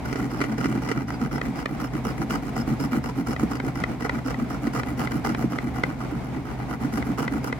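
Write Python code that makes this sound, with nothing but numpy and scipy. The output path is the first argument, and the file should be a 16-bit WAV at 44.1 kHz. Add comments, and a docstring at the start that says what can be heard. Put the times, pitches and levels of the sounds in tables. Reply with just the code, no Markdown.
"""In a small room where a fan hums, a coin rubs a scratch card on a cardboard box, eight strokes a second.
Its edge snaps through the coating in tiny random grains that ring the card's resonances, with a thin rasp
on forward strokes. Its stick-and-slip judder booms in the box. Now and then the edge tears off a large
flake, the coin taps the card as it turns round, or the hand jolts the box. The fan is a few wavering
tones over filtered noise."""
import sys
import numpy as np
from scipy import signal
from scipy.fft import rfft, irfft, next_fast_len
from scipy.io import wavfile
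from scipy.ndimage import uniform_filter1d

SR = 44100
rng = np.random.default_rng(int(sys.argv[2]) if len(sys.argv) > 2 else 0)


def master(y):
    """Save y as 16-bit WAV."""
    cut = np.clip(np.atleast_2d(y).T, -1, 1)
    pcm = np.round(cut * 32767)  # scale
    wavfile.write(sys.argv[1], SR, pcm.astype(np.int16))


N = 334719
TIME = np.arange(N) / SR


def undb(db):
    """Turn decibels into gain."""
    return 10 ** (np.asarray(db) / 20)


def unit(x):
    """Scale to an rms of 1."""
    return x / np.sqrt(np.mean(x ** 2))


def curve(table):
    """Join the points of a (t/s, value) table with straight lines."""
    return np.interp(TIME, *np.transpose(table))


def walk(rate):
    """Random wandering: a new level every 1 / rate seconds, joined by slopes; rms 1."""
    hold = max(int(SR / rate), 2)
    steps = np.repeat(rng.standard_normal(N // hold + 1), hold)
    return unit(uniform_filter1d(steps, hold)[:N])


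def burst(start, rise, decay):
    """A quick swell that dies away."""
    age = np.maximum(TIME - start, 0)
    fade = np.minimum(np.maximum(age - rise, 0) / decay, 20)
    return np.minimum(age / rise, 1) * np.exp(-fade)


def filtered(x, response):
    """Pass x through a response given as a function of frequency."""
    size = next_fast_len(N + 8192)
    f = np.arange(size // 2 + 1) * SR / size
    return irfft(rfft(x, size) * response(f), size)[..., :N]


def resonance(f, hz, width):
    """Response of a band-pass applied twice, gain 1 at the centre."""
    return (1j * f * width / (hz ** 2 - f ** 2 + 1j * f * width)) ** 2


def ring(drive, mode):
    """One way the card or box vibrates (a mode), with its own level and phase at the left and right ports."""
    hz, width, left_db, right_db, lead = mode[:5]
    phases = np.exp(.5j * lead * np.array([[1], [-1]]))
    ports = undb([[left_db], [right_db]]) * phases
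    return filtered(drive, lambda f: ports * resonance(f, hz, width))


def power_gain(modes):
    """Rms that the modes give out for white drives of rms 1."""
    width, left_db, right_db = np.transpose(modes)[1:4]
    power = undb(left_db) ** 2 + undb(right_db) ** 2
    return np.sqrt(np.sum(width * power) * np.pi / (4 * SR))


def blows(table, modes, mode_db, bounces):
    """Short pushes, each with its bounces (delay/s, size), ring the modes."""
    lead = 100  # samples of space before the push, because phase leads spread the ring backwards
    push = signal.unit_impulse(N, lead)
    knock = sum(undb(db) * ring(push, mode) for mode, db in zip(modes, mode_db))
    knock = knock[:, :SR // 10]
    pushes = np.zeros(N)
    # every bounce comes a little early or late
    stretches = rng.uniform(0.793, 1.21, (len(table), len(bounces)))
    for (start, db), row in zip(table, stretches):
        for (delay, size), stretch in zip(bounces, row):
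            at = int((start + delay * stretch) * SR) - lead
            pushes[at] += size * undb(db)
    return signal.oaconvolve(pushes[None], knock / np.abs(knock).max(), axes=1)[:, :N]


# the fan's tones: f/Hz, level/dB (rms, before wavering)
HUM = [(47, -61), (50, -47), (62, -67), (72.3, -48.5), (78, -62), (125.4, -37), (150, -53), (265, -41.5)]
# colour of the fan's rush of air: f/Hz, relative level/dB
AIR_COLOUR = [(20, -28), (45, -6.5), (75, 1.5), (95, -14.5), (130, -1.5), (250, -4), (380, -10.5),
              (560, -15), (740, -11), (1400, -23), (1700, -25), (2200, -22), (2750, -32), (7000, -43.5),
              (16000, -52.5)]
AIR_DB = -35.5  # level of the rush, before it wavers


def fan():
    """Wavering tones over a soft rush of air; the rush is more alike left and right in the bass."""
    tones = 0
    for hz, db in HUM:
        waver = undb(1.1 * walk(9))
        phase = 2 * np.pi * hz * TIME + .5 * walk(3)
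        tones = tones + undb(db) * waver * np.sqrt(2) * np.sin(phase)
    hz, db = np.transpose(AIR_COLOUR)
    colour = lambda f: undb(np.interp(np.log(f + 1), np.log(hz), db))
    mid = filtered(rng.standard_normal(N), colour)
    side = filtered(rng.standard_normal(N), lambda f: colour(f) * np.minimum(0.45 + f / 9000, 1))
    air = (mid + side * np.array([[1], [-1]])) / np.std(mid)
    return tones + air * undb(AIR_DB + 1.7 * walk(25))


def room(x, t60, wet_db):
    """A short, soft tail from nearby walls and bedding, fading 60 dB in t60 seconds."""
    t = TIME[:SR // 2]
    tail = rng.standard_normal((2, len(t))) * undb(-60 * t / t60) * (t > .004)
    tail /= np.sqrt(np.sum(tail ** 2, axis=1, keepdims=True))
    return x + undb(wet_db) * signal.oaconvolve(x, tail, axes=1)[:, :N]


# resonances of the box: f/Hz, width/Hz of each filter pass, left level/dB, right level/dB, left lead/rad
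BOX = [(137.8, 41, -1, 2, 1), (176.5, 15.6, -0.5, 1, 0.22), (231.7, 38, 3.5, 1, 0.24),
       (277.5, 86, -1, 1.5, 0.42), (389, 192, -23.5, -10, 0.38)]
# the hand jolts the box: t/s, relative level/dB
JOLTS = [(0.651, -14.5), (0.97, -13.5), (1.228, -15.5), (1.955, -14.5), (2.946, -14), (2.958, -15),
         (2.972, -12), (3.188, -17), (3.292, -16.5), (3.433, -8.5), (3.672, -14), (4.672, -11.5),
         (5.442, -9.5), (6.124, -15.5), (6.85, -16.5), (7.1, -17)]


def jolts():
    """Each jolt of the hand is one push that mainly rings the lower resonances of the box."""
    return blows(JOLTS, BOX, mode_db=[-2.5, 4, 0.0, 4.0, -30], bounces=[(0, 0.76)]) * undb(-1.5)


# resonances of the card: f/Hz, width/Hz of each filter pass, left level/dB, right level/dB, left lead/rad,
# extra level/dB under a blow, forward minus backward stroke level/dB
CARD = [(455, 125, -11.5, 6, .5, -0.5, 5.5), (761, 225, 5, 1, -0.5, -13, -1.5),
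        (977, 210, -1, -9.5, 0.15, 6, 4), (1280, 397, -3.5, 5, 0.85, 0, 1), (1448, 148, 4, 2, 2.5, -4, 1.5),
        (1987, 220, 0, -12, -0.04, 11, -1.5), (2330, 140, -4.5, -12, 1.86, 6, -5.5),
        (2866, 470, -12, -13.5, 1.35, 4.5, 3), (4155, 340, -23, -21.5, 0.95, 10, -3),
        (4675, 750, -22.5, -25, -1, 1, 4.5), (5350, 1600, -19.5, -19, -3.2, -12, 4.5),
        (7180, 3800, -26.5, -22.5, 3.5, -9, 2), (10750, 1630, -22, -26, 1.5, -16, 2.5),
        (12450, 1300, -28, -31, -1, -9.5, 5), (13800, 1100, -23, -38, 2, -15, 0),
        (15500, 1300, -27, -33, -2, -5, 3)]
CARD_BLOW_DB = [mode[5] for mode in CARD]
# the coin taps the card as it turns round: t/s, relative level/dB
TAPS = [(1.4141, -22), (1.6575, -18.5), (1.8028, -36), (3.3627, -27.5), (3.5996, -24), (3.8376, -18.5),
        (4.094, -19.5), (4.3429, -29.5), (4.8328, -25.5), (5.0723, -25), (5.3471, -22.5), (5.5851, -22.5),
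        (5.8355, -16), (7.0238, -27.5), (7.2783, -22.5), (7.5257, -23)]
# light touches around the blow of each tap: typical delay/s, size (a plain factor)
TAP_BOUNCES = [(-.003, 0.038), (-.0008, 0.32), (.0008, 0.89), (.0024, .75), (.0044, .25)]
TAP_DAMPING = 1.38  # the coin pressed on the card shortens its ring by this factor


def taps():
    """A tap is a short rattle on the damped card, and one knock that reaches the box through it."""
    pressed = [(hz, width * TAP_DAMPING, *ports) for hz, width, *ports in CARD]
    rattles = blows(TAPS, pressed, CARD_BLOW_DB, TAP_BOUNCES) * undb(6.5)
    knocks = blows(TAPS, BOX, mode_db=[-23, -14, -14, 9, 23.5], bounces=[(.001, 1)]) * undb(0.5)
    return rattles + knocks


# the edge catches and tears off a large flake: t/s, relative level/dB
TEARS = [(0.126, -27.5), (0.156, -27.5), (0.403, -28), (0.413, -21), (0.438, -27), (0.641, -28.5),
         (0.655, -24.5), (0.887, -27.5), (0.914, -22.5), (4.02, -33.5), (4.668, -28.5), (4.79, -34),
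         (5.249, -28.5), (6.936, -35)]


def tears():
    """A large flake snaps the card, and tugs the box through it."""
    snaps = blows(TEARS, CARD, CARD_BLOW_DB, bounces=[(.001, 0.97)]) * undb(4.5)
    tugs = blows(TEARS, BOX, mode_db=[-26, -16, -8, 2.5, 10.5], bounces=[(0, 1), (.003, 0.89)]) * undb(7)
    return snaps + tugs


# strokes of the coin, forward and back in turn: t/s, relative level/dB
STROKES = [(0.046, -39), (0.175, -38), (0.304, -37.5), (0.438, -39.5), (0.576, -34.5), (0.681, -36),
           (0.813, -37), (0.945, -38.0), (1.075, -37.5), (1.197, -36.5), (1.314, -35), (1.421, -40),
           (1.554, -39.0), (1.683, -41), (1.793, -38.0), (1.926, -39.5), (2.041, -35), (2.172, -37.0),
           (2.295, -33), (2.421, -40.5), (2.554, -34.5), (2.668, -36.5), (2.792, -34.5), (2.916, -36),
           (3.033, -39), (3.163, -36.5), (3.264, -35.5), (3.391, -37), (3.498, -38.0), (3.632, -37),
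           (3.747, -39), (3.871, -41), (3.999, -37.5), (4.124, -40), (4.247, -36.5), (4.378, -37.5),
           (4.487, -39), (4.62, -39.5), (4.731, -33.5), (4.858, -38.0), (4.974, -33), (5.107, -36.5),
           (5.242, -33), (5.371, -36.5), (5.5, -38.5), (5.618, -39.5), (5.742, -39.5), (5.858, -42),
           (5.987, -40), (6.106, -42.0), (6.234, -41.0), (6.339, -42.5), (6.447, -39.5), (6.579, -43.5),
           (6.685, -37.5), (6.802, -38.5), (6.922, -33.5), (7.049, -38), (7.177, -33), (7.311, -36.5),
           (7.431, -33)]
# how much of the time to the next stroke the coin slides; the first drag on: t/s, share (0-1)
SLIDING = [(0, 0.75), (.8, 0.81), (1.15, 0.63), (3.0, 0.6), (4.4, 0.58), (5.2, .66), (6.3, 0.61),
           (7.5, 0.61)]
LAST_STROKE_S = 0.11  # time allowed for the final stroke


def strokes():
    """Each stroke as (start, end, goes forward, dB); it fills a share of the time to the next."""
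    starts = [start for start, db in STROKES]
    gaps = np.diff(starts, append=starts[-1] + LAST_STROKE_S)
    ends = starts + gaps * np.interp(starts, *np.transpose(SLIDING))
    return [(start, end, k % 2 == 0, db) for k, ((start, db), end) in enumerate(zip(STROKES, ends))]


def contact(start, end, rise, fall):
    """The coin gathers speed, slides, and slows to the turn."""
    points = [start - rise, start + rise, max(end - fall, start + rise), end + fall]
    return np.interp(TIME, points, [0, 1, 1, 0])


def grains(per_s, spread_db):
    """Sizes of snaps at random moments: many small, few large."""
    sizes = undb(spread_db * np.minimum(rng.exponential(size=N), 5))
    return unit(sizes * (rng.random(N) < per_s / SR))


# the two directions, forward then back: half the rise time/s, extra bite at the start (0-1),
# treble level/dB, share of the stroke where the hand leans hardest, box level/dB added to the stroke's
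WAYS = [(.0045, 0.32, -0.9, 0.25, 10.5), (.010, 0.15, 3.4, 0.59, 15)]
LEAN_S = 0.012  # spread of the heaviest pressure around its peak
SLIP_HZ = 258.3  # centre of the wandering judder in step with the lid


def judder():
    """The coin sticks and slips, partly in step with the lid, shaking it most where the hand leans hardest."""
    load = np.zeros(N)
    for start, end, pushed, db in strokes():
        lean_at, box_db = WAYS[0 if pushed else 1][3:]
        heaviest = start + (end - start) * lean_at
        lean = np.exp(-.5 * ((TIME - heaviest) / LEAN_S) ** 2)
        slide = 0.81 * contact(start, end, rise=0.005, fall=0.022)
        load += undb(db + box_db) * np.maximum(slide, lean)
    slips = load * grains(per_s=900, spread_db=.5) * undb(-3.5)
    loose = sum(ring(slips * rng.choice([-1, 1], N), mode) for mode in BOX) / power_gain(BOX)
    pitch = SLIP_HZ * np.exp(.17 * walk(170))
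    cycle = np.sin(2 * np.pi * np.cumsum(pitch) / SR)
    locked = sum(ring(load * cycle, mode) for mode in BOX)
    return loose + locked * np.std(load) / np.std(locked) * undb(-2.0)


# the edge's thin rasp on forward strokes: t/s, level/dB added to the stroke's
RASP = [(0, -20.5), (3.0, -16), (4.3, -19), (6.2, -35), (7.6, -27)]
RASP_HZ, RASP_SPREAD_HZ = 5200, 240  # centre of the wandering pitch, and the blur around it


def edge():
    """Pushed forward, the edge gives a narrow, thin rasp whose pitch slides with the angle of the coin."""
    pushing = np.zeros(N)
    for start, end, pushed, db in strokes():
        if pushed:
            pushing += contact(start, end, rise=0.008, fall=.008) * undb(db)
    phase = 2 * np.pi * np.cumsum(RASP_HZ * np.exp(0.036 * walk(28))) / SR
    phase = phase + 0.68 * np.array([[-1], [1]])  # it reaches the right port first
    # slow noise, partly shared left and right, turns the tone into a narrow band
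    chance = rng.standard_normal((2, 2, N)) * .5 + rng.standard_normal((2, 1, N))
    a, b = filtered(chance, lambda f: np.exp(-.5 * (f / RASP_SPREAD_HZ) ** 2))
    rasp = unit(a * np.cos(phase) + b * np.sin(phase))
    return rasp * pushing * undb(curve(RASP) + 3.2 * walk(220))


def chatter(per_s, spread_db, decay, steady):
    """Stick and slip: uneven jerks, each fading in a few milliseconds, over a steady slide."""
    gap, size = rng.standard_normal((int(2 * per_s * N / SR), 2)).T
    at = (np.cumsum(np.exp(.4 * gap)) * SR / per_s).astype(int)
    inside = at < N
    jerks = np.zeros(N)
    jerks[at[inside]] = undb(spread_db * np.clip(size, -2, 2))[inside]
    fading = signal.lfilter([1], [1, -np.exp(-1 / (decay * SR))], jerks)
    return unit(steady + uniform_filter1d(fading, size=90))


def mode_drives(mode, coarse, fine, torn, forward):
    """How hard the scraping drives one mode; it wanders as the coin travels over the mode's nodes."""
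    hz, forward_db = mode[0], mode[-1]
    share = np.clip((hz - 2500) / 7000, 0, 1)  # fine grains feed the high modes
    # flakes crackle in the upper middle
    tear = np.exp(-.5 * (np.log(hz / 3700) / 0.76) ** 2) * undb(3.5)
    slide = ((1 - share) * coarse + share * fine) * undb(forward * forward_db)
    return np.hypot(slide, tear * torn) * undb(1.05 * walk(16))


# thick coating crackles until it is worn away: t/s, crackle level/dB added to the scrape's
COATING = [(0, -4.5), (1.0, -5), (1.4, -7.5), (4.2, -6), (7.6, -25)]
# brightness of the scrape: t/s, treble level/dB before direction and bite add to it
BRIGHTNESS = [(0, 1), (1.0, -3), (1.5, 0.5), (3.3, 2.5), (4.1, -2), (5.1, 2.5), (5.7, 0), (6.35, -5),
              (7.0, 2), (7.6, 0.5)]
RELEASE_S = .014  # half the time in which the coin slows to the turn
BITE_RISE_S, BITE_DECAY_S = 0.011, 0.035  # the edge digs in at the start of a stroke
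BITE_TREBLE_DB = 4  # digging in on a forward stroke is brighter than sliding
FLAKE_GRIT_DB, FLAKE_TREBLE_DB = 2, -18  # crackle after a large flake, and its fine grains


def scrape():
    """Coating breaks in bursts of grains; each grain meets the card's modes with its own strength."""
    sliding, forward, digging = np.zeros((3, N))
    for start, end, pushed, db in strokes():
        # going forward the edge digs in at once; coming back it eases in
        rise, bite = WAYS[0 if pushed else 1][:2]
        dig = burst(start, BITE_RISE_S, BITE_DECAY_S)
        sliding += contact(start, end, rise, RELEASE_S) * undb(db) * (1 + bite * dig)
        forward += (.5 if pushed else -.5) * contact(start, end, rise=0.0051, fall=0.0087)
        digging += pushed * dig
    way_db = np.where(forward > 0, WAYS[0][2], WAYS[1][2])
    bright_db = curve(BRIGHTNESS) + way_db + BITE_TREBLE_DB * digging
    jerks = chatter(per_s=105, spread_db=3.0, decay=0.0031, steady=0.19)
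    flakes = sum(burst(start, rise=0.0012, decay=0.0085) * undb(db + FLAKE_GRIT_DB) for start, db in TEARS)
    fine = sliding * undb(bright_db) * unit(jerks ** 0.69) + flakes * undb(FLAKE_TREBLE_DB)
    coarse = sliding * jerks * undb(2.1 * walk(220))
    torn = coarse * undb(curve(COATING)) + flakes
    snaps = grains(per_s=7500, spread_db=2.5)
    out = 0
    for mode in CARD:
        apart = np.clip(0.43 + mode[0] / 16000, 0, .85)  # short waves reach the two ports less alike
        shared = np.sqrt(1 - apart ** 2) * rng.standard_normal(N)
        weights = shared + apart * rng.standard_normal((2, N))
        out = out + ring(snaps * weights * mode_drives(mode, coarse, fine, torn, forward), mode)
    return out / power_gain(CARD)


def scene():
    """Card and box sound with the room's tail; the fan is added without it."""
    blows_heard = jolts() + taps() + tears()
    rubbing = judder() + edge() + scrape()
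    return fan() + room(blows_heard + rubbing, t60=0.18, wet_db=-15.0)


TOP_HZ = 15900


def record(dry):
    """A steep low-pass cuts the top of the treble."""
    return signal.sosfilt(signal.ellip(10, .2, 70, TOP_HZ, fs=SR, output="sos"), dry)


dry = scene()
out = record(dry)
master(out)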